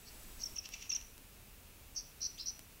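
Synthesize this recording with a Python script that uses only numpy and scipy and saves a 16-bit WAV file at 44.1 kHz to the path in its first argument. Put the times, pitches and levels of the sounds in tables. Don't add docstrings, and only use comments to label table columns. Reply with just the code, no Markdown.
import sys
import numpy as np
from scipy import signal
from scipy.fft import rfft, irfft
from scipy.io import wavfile

SR = 44100
rng = np.random.default_rng(int(sys.argv[2]) if len(sys.argv) > 2 else 0)


def materialize(psi):
    bounded = np.clip(np.atleast_2d(psi).T, -1, 1)
    quanta = np.round(bounded * 32767).astype(np.int16)
    wavfile.write(sys.argv[1], SR, quanta)


N = 123479
T = np.arange(N) / SR


def from_db(db):
    return 10 ** (np.asarray(db) / 20)


def rms_one(x):
    return x / np.sqrt(np.mean(x ** 2) + 1e-20)


def gaussian(t, width):
    return np.exp(-.5 * (t / width) ** 2)


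def coloured(x, spectrum):
    hz, db = np.transpose(spectrum)
    bins_hz = np.maximum(np.fft.rfftfreq(len(x), 1 / SR), 1)
    gain = from_db(np.interp(np.log(bins_hz), np.log(hz), db))
    return irfft(rfft(x) * gain, len(x))


def drift(corner_hz):
    r = np.exp(-2 * np.pi * corner_hz / SR)
    return rms_one(signal.lfilter([1], [1, -2 * r, r * r], rng.standard_normal(2 * N))[N:])


# f/Hz, relative level/dB
AMBIENT_SPECTRUM = [(12, -31), (20, 5.5), (38, 2.5), (85, -2.5), (166, -11), (207, -9.5), (342, -15),
                    (393, -14.5), (581, -18.5), (631, -16.5), (686, -19.5), (2030, -21.5), (2610, -17),
                    (3080, -21.5), (4810, -23.5), (11400, -23), (15500, -20.5)]
# f/Hz, relative level/dB
HISS_SPECTRUM = [(12, -7.5), (20, 2.5), (109, -17.5), (185, -23), (225, -18.5), (404, -21.5), (549, -27),
                 (614, -26.5), (4550, -29), (7520, -28.5), (15500, -27.5)]
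# t/s, level/dB
HISS_ENVELOPE = [(0, -60), (.08, -63), (.11, -54.5), (.54, -54), (.56, -62), (.7, -110)]
def background():
    whine_hz, pulse_hz, whine_end_s = 7770, 34, .555
    ambient = from_db(-56) * rms_one(coloured(rng.standard_normal(N), AMBIENT_SPECTRUM))
    hiss_gain = from_db(np.interp(T, *np.transpose(HISS_ENVELOPE)))
    hiss = hiss_gain * rms_one(coloured(rng.standard_normal(N), HISS_SPECTRUM))
    pulses = (1 + np.cos(2 * np.pi * pulse_hz * T)) * np.clip((whine_end_s - T) / 0.0076, 0, 1)
    whine = from_db(-68) * pulses * np.sin(2 * np.pi * whine_hz * T)
    return ambient + hiss + whine


def whistle(hz, envelope):
    jitter_hz = 52.3 * drift(760)
    phase = 2 * np.pi * np.cumsum(hz + jitter_hz) / SR
    hoarseness = np.clip((4000 - hz) / 600, 0, 1)
    rasp = (from_db(-22.5) + from_db(-10) * hoarseness) * drift(900)
    octave = from_db(-7.5) * hoarseness * np.sin(2 * phase)
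    tone = np.sin(phase) + rasp * np.cos(phase) + octave
    shimmer_db = 2.5 * drift(200)
    return np.sqrt(2) * tone * envelope * from_db(shimmer_db)


# onset t/s, duration/s, centre f/Hz, deviation/Hz, scoop depth/Hz, rise/s, fall/s, level/dB,
# gain at the pitch crests/dB
TRILL_NOTES = [(0.04, 0.066, 5360, 1030, 22, 0.093, .024, -44, -13),
               (0.3788, 0.049, 5490, 1120, 12, 0.042, 0.0036, -44, -5.5),
               (1.947, 0.069, 5430, 905, 360, 0.021, 0.033, -39, -1.5),
               (2.2015, .070, 5205, 960, 813, .021, 0.0034, -38.5, -1.5),
               (2.3715, 0.079, 4675, 685, 2610, 0.027, 0.055, -35.5, 0.5),
               (2.455, 0.052, 5175, 940, 401, 0.0067, 0.011, -38, -1)]
def trills():
    modulation_hz, scoop_s, sag_hz_per_s = 87.9, .011, 3150
    hz, envelope = np.zeros(N), np.zeros(N)
    for start, length, centre_hz, deviation_hz, scoop_hz, rise, fall, db, crest_db in TRILL_NOTES:
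        on = (T >= start) & (T < start + length)
        t = T[on] - start
        swing = -np.cos(2 * np.pi * modulation_hz * t)
        carrier_hz = centre_hz - scoop_hz * np.exp(-t / scoop_s) - sag_hz_per_s * (t - length / 2)
        hz[on] = carrier_hz + deviation_hz * swing
        attack = np.minimum(t / rise, 1) ** 1.5
        release = np.minimum((length - t) / fall, 1)
        envelope[on] = from_db(db + crest_db * swing) * attack * release
    return whistle(hz, envelope)


# onset t/s, duration/s, initial f/Hz, limiting f/Hz, glide time constant/s,
# peak position as a fraction of the duration, level/dB
CHIP_NOTES = [(0.431, 0.011, 6830, 5450, 0.0024, 1, -39), (0.4546, 0.019, 6800, 5400, 0.0029, 0.61, -42),
              (0.5546, 0.019, 6750, 4950, .0105, 1, -46.5), (0.578, .017, 6904, 5300, 0.0052, 0.97, -42.5),
              (0.8897, 0.0174, 7440, 5250, 0.0088, 1, -43.5), (.9190, 0.022, 6920, 5330, 0.005, 0.73, -38),
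              (.9460, 0.019, 7020, 5720, 0.0049, 0.42, -40)]
def chips():
    hz, envelope = np.zeros(N), np.zeros(N)
    for start, length, high_hz, low_hz, glide, peak, db in CHIP_NOTES:
        on = (T >= start) & (T < start + length)
        t = T[on] - start
        hz[on] = low_hz + (high_hz - low_hz) * np.exp(-t / glide)
        arch_angle = np.interp(t / length, [0, np.clip(peak, .1, .9), 1], [0, np.pi / 2, np.pi])
        envelope[on] = from_db(db) * np.sin(arch_angle) ** 0.66
    return whistle(hz, envelope)


# t/s, swish width/s, swish level/dB, snap level/dB
WING_BEATS = [(0.573, 0.015, -53, -47.5), (0.656, 0.016, -49.5, -41), (0.739, 0.018, -47, -37.5),
              (0.825, 0.035, -50, -41), (.903, 0.0039, -51, -46.5), (.917, 0.0054, -45, -44),
              (.945, 0.0088, -47, -57), (0.963, 0.0035, -56, -37)]
# f/Hz, relative level/dB
FEATHER_SPECTRUM = [(500, -24), (1200, -15), (2000, -12), (2700, -2), (3500, -1), (4500, 2), (5800, -5),
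                    (7000, -6.5), (9000, -22), (15000, -10.5)]
def wings():
    snap_s, clicks_per_s, spread_db = .0017, 8000, 2.0
    envelope = np.zeros(N)
    for turn, swish_s, swish_db, snap_db in WING_BEATS:
        envelope += from_db(swish_db) * gaussian(T - turn, swish_s)
        envelope += from_db(snap_db) * gaussian(T - turn - snap_s / 2, snap_s)
    sizes = from_db(spread_db * np.minimum(rng.exponential(1, N), 4))
    signs = rng.choice([-1, 1], N)
    clicks = sizes * signs * (rng.random(N) < clicks_per_s / SR)
    return envelope * rms_one(coloured(clicks, FEATHER_SPECTRUM))


# t/s, level/dB
TICK_IMPULSES = [(0.6902, -25.5), (1.180, -29.5), (2.5933, -25)]
def ticks():
    out = np.zeros(N)
    for onset, db in TICK_IMPULSES:
        out[int(onset * SR)] = from_db(db)
    return out


def claw():
    onset_s, decay_s = 1.0128, .0005
    burst = (T >= onset_s) * np.exp(-np.abs(T - onset_s) / decay_s) * rng.standard_normal(N)
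    band = signal.butter(2, [2800, 8500], "band", fs=SR, output="sos")
    return from_db(-30) * signal.sosfilt(band, burst + 1e-18)


# delay t/s, relative level/dB
EARLY_REFLECTIONS = [(.00143, -7), (.00336, -8), (.00557, -12), (.0112, -18)]
# f/Hz, relative level/dB
SCRUB_SPECTRUM = [(1000, 27), (2700, 8), (4300, 5), (5300, 2.5), (5950, 2.5), (8000, 6)]
def surroundings(x):
    t60_s, trees_delay_s, trees_width_s = 0.42, 0.084, 0.012
    early = sum(from_db(db) * np.pad(x, (int(delay * SR), 0))[:N] for delay, db in EARLY_REFLECTIONS)
    t = T[:SR // 2]
    swell = 1 + from_db(-11) * gaussian(t - trees_delay_s, trees_width_s)
    decay = from_db(-60 * t / t60_s) * swell
    response = rng.standard_normal(len(t)) * decay / np.sqrt(np.sum(decay ** 2))
    tail = coloured(signal.fftconvolve(x, response)[:N], SCRUB_SPECTRUM)
    return x + early + from_db(-13.5) * tail


# f/Hz, bandwidth/Hz, level/dB
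CAVITY_MODES = [(2600, 530, -0.5), (5819, 433, 5)]
def housing(x):
    out = from_db(-15) * x
    for hz, width_hz, db in CAVITY_MODES:
        r = np.exp(-np.pi * width_hz / SR)
        feedback = [1, -2 * r * np.cos(2 * np.pi * hz / SR), r * r]
        out += from_db(db) * (1 - r * r) / 2 * signal.lfilter([1, 0, -1], feedback, x + 1e-18)
    return out


def scene():
    bird = trills() + chips() + wings() + claw()
    mono = housing(surroundings(bird)) + ticks() + background()
    return np.array([mono, mono])


def record(dry):
    cutoff_hz = 15750
    return signal.sosfilt(signal.ellip(12, .1, 70, cutoff_hz, fs=SR, output="sos"), dry)


dry = scene()
out = record(dry)
materialize(out)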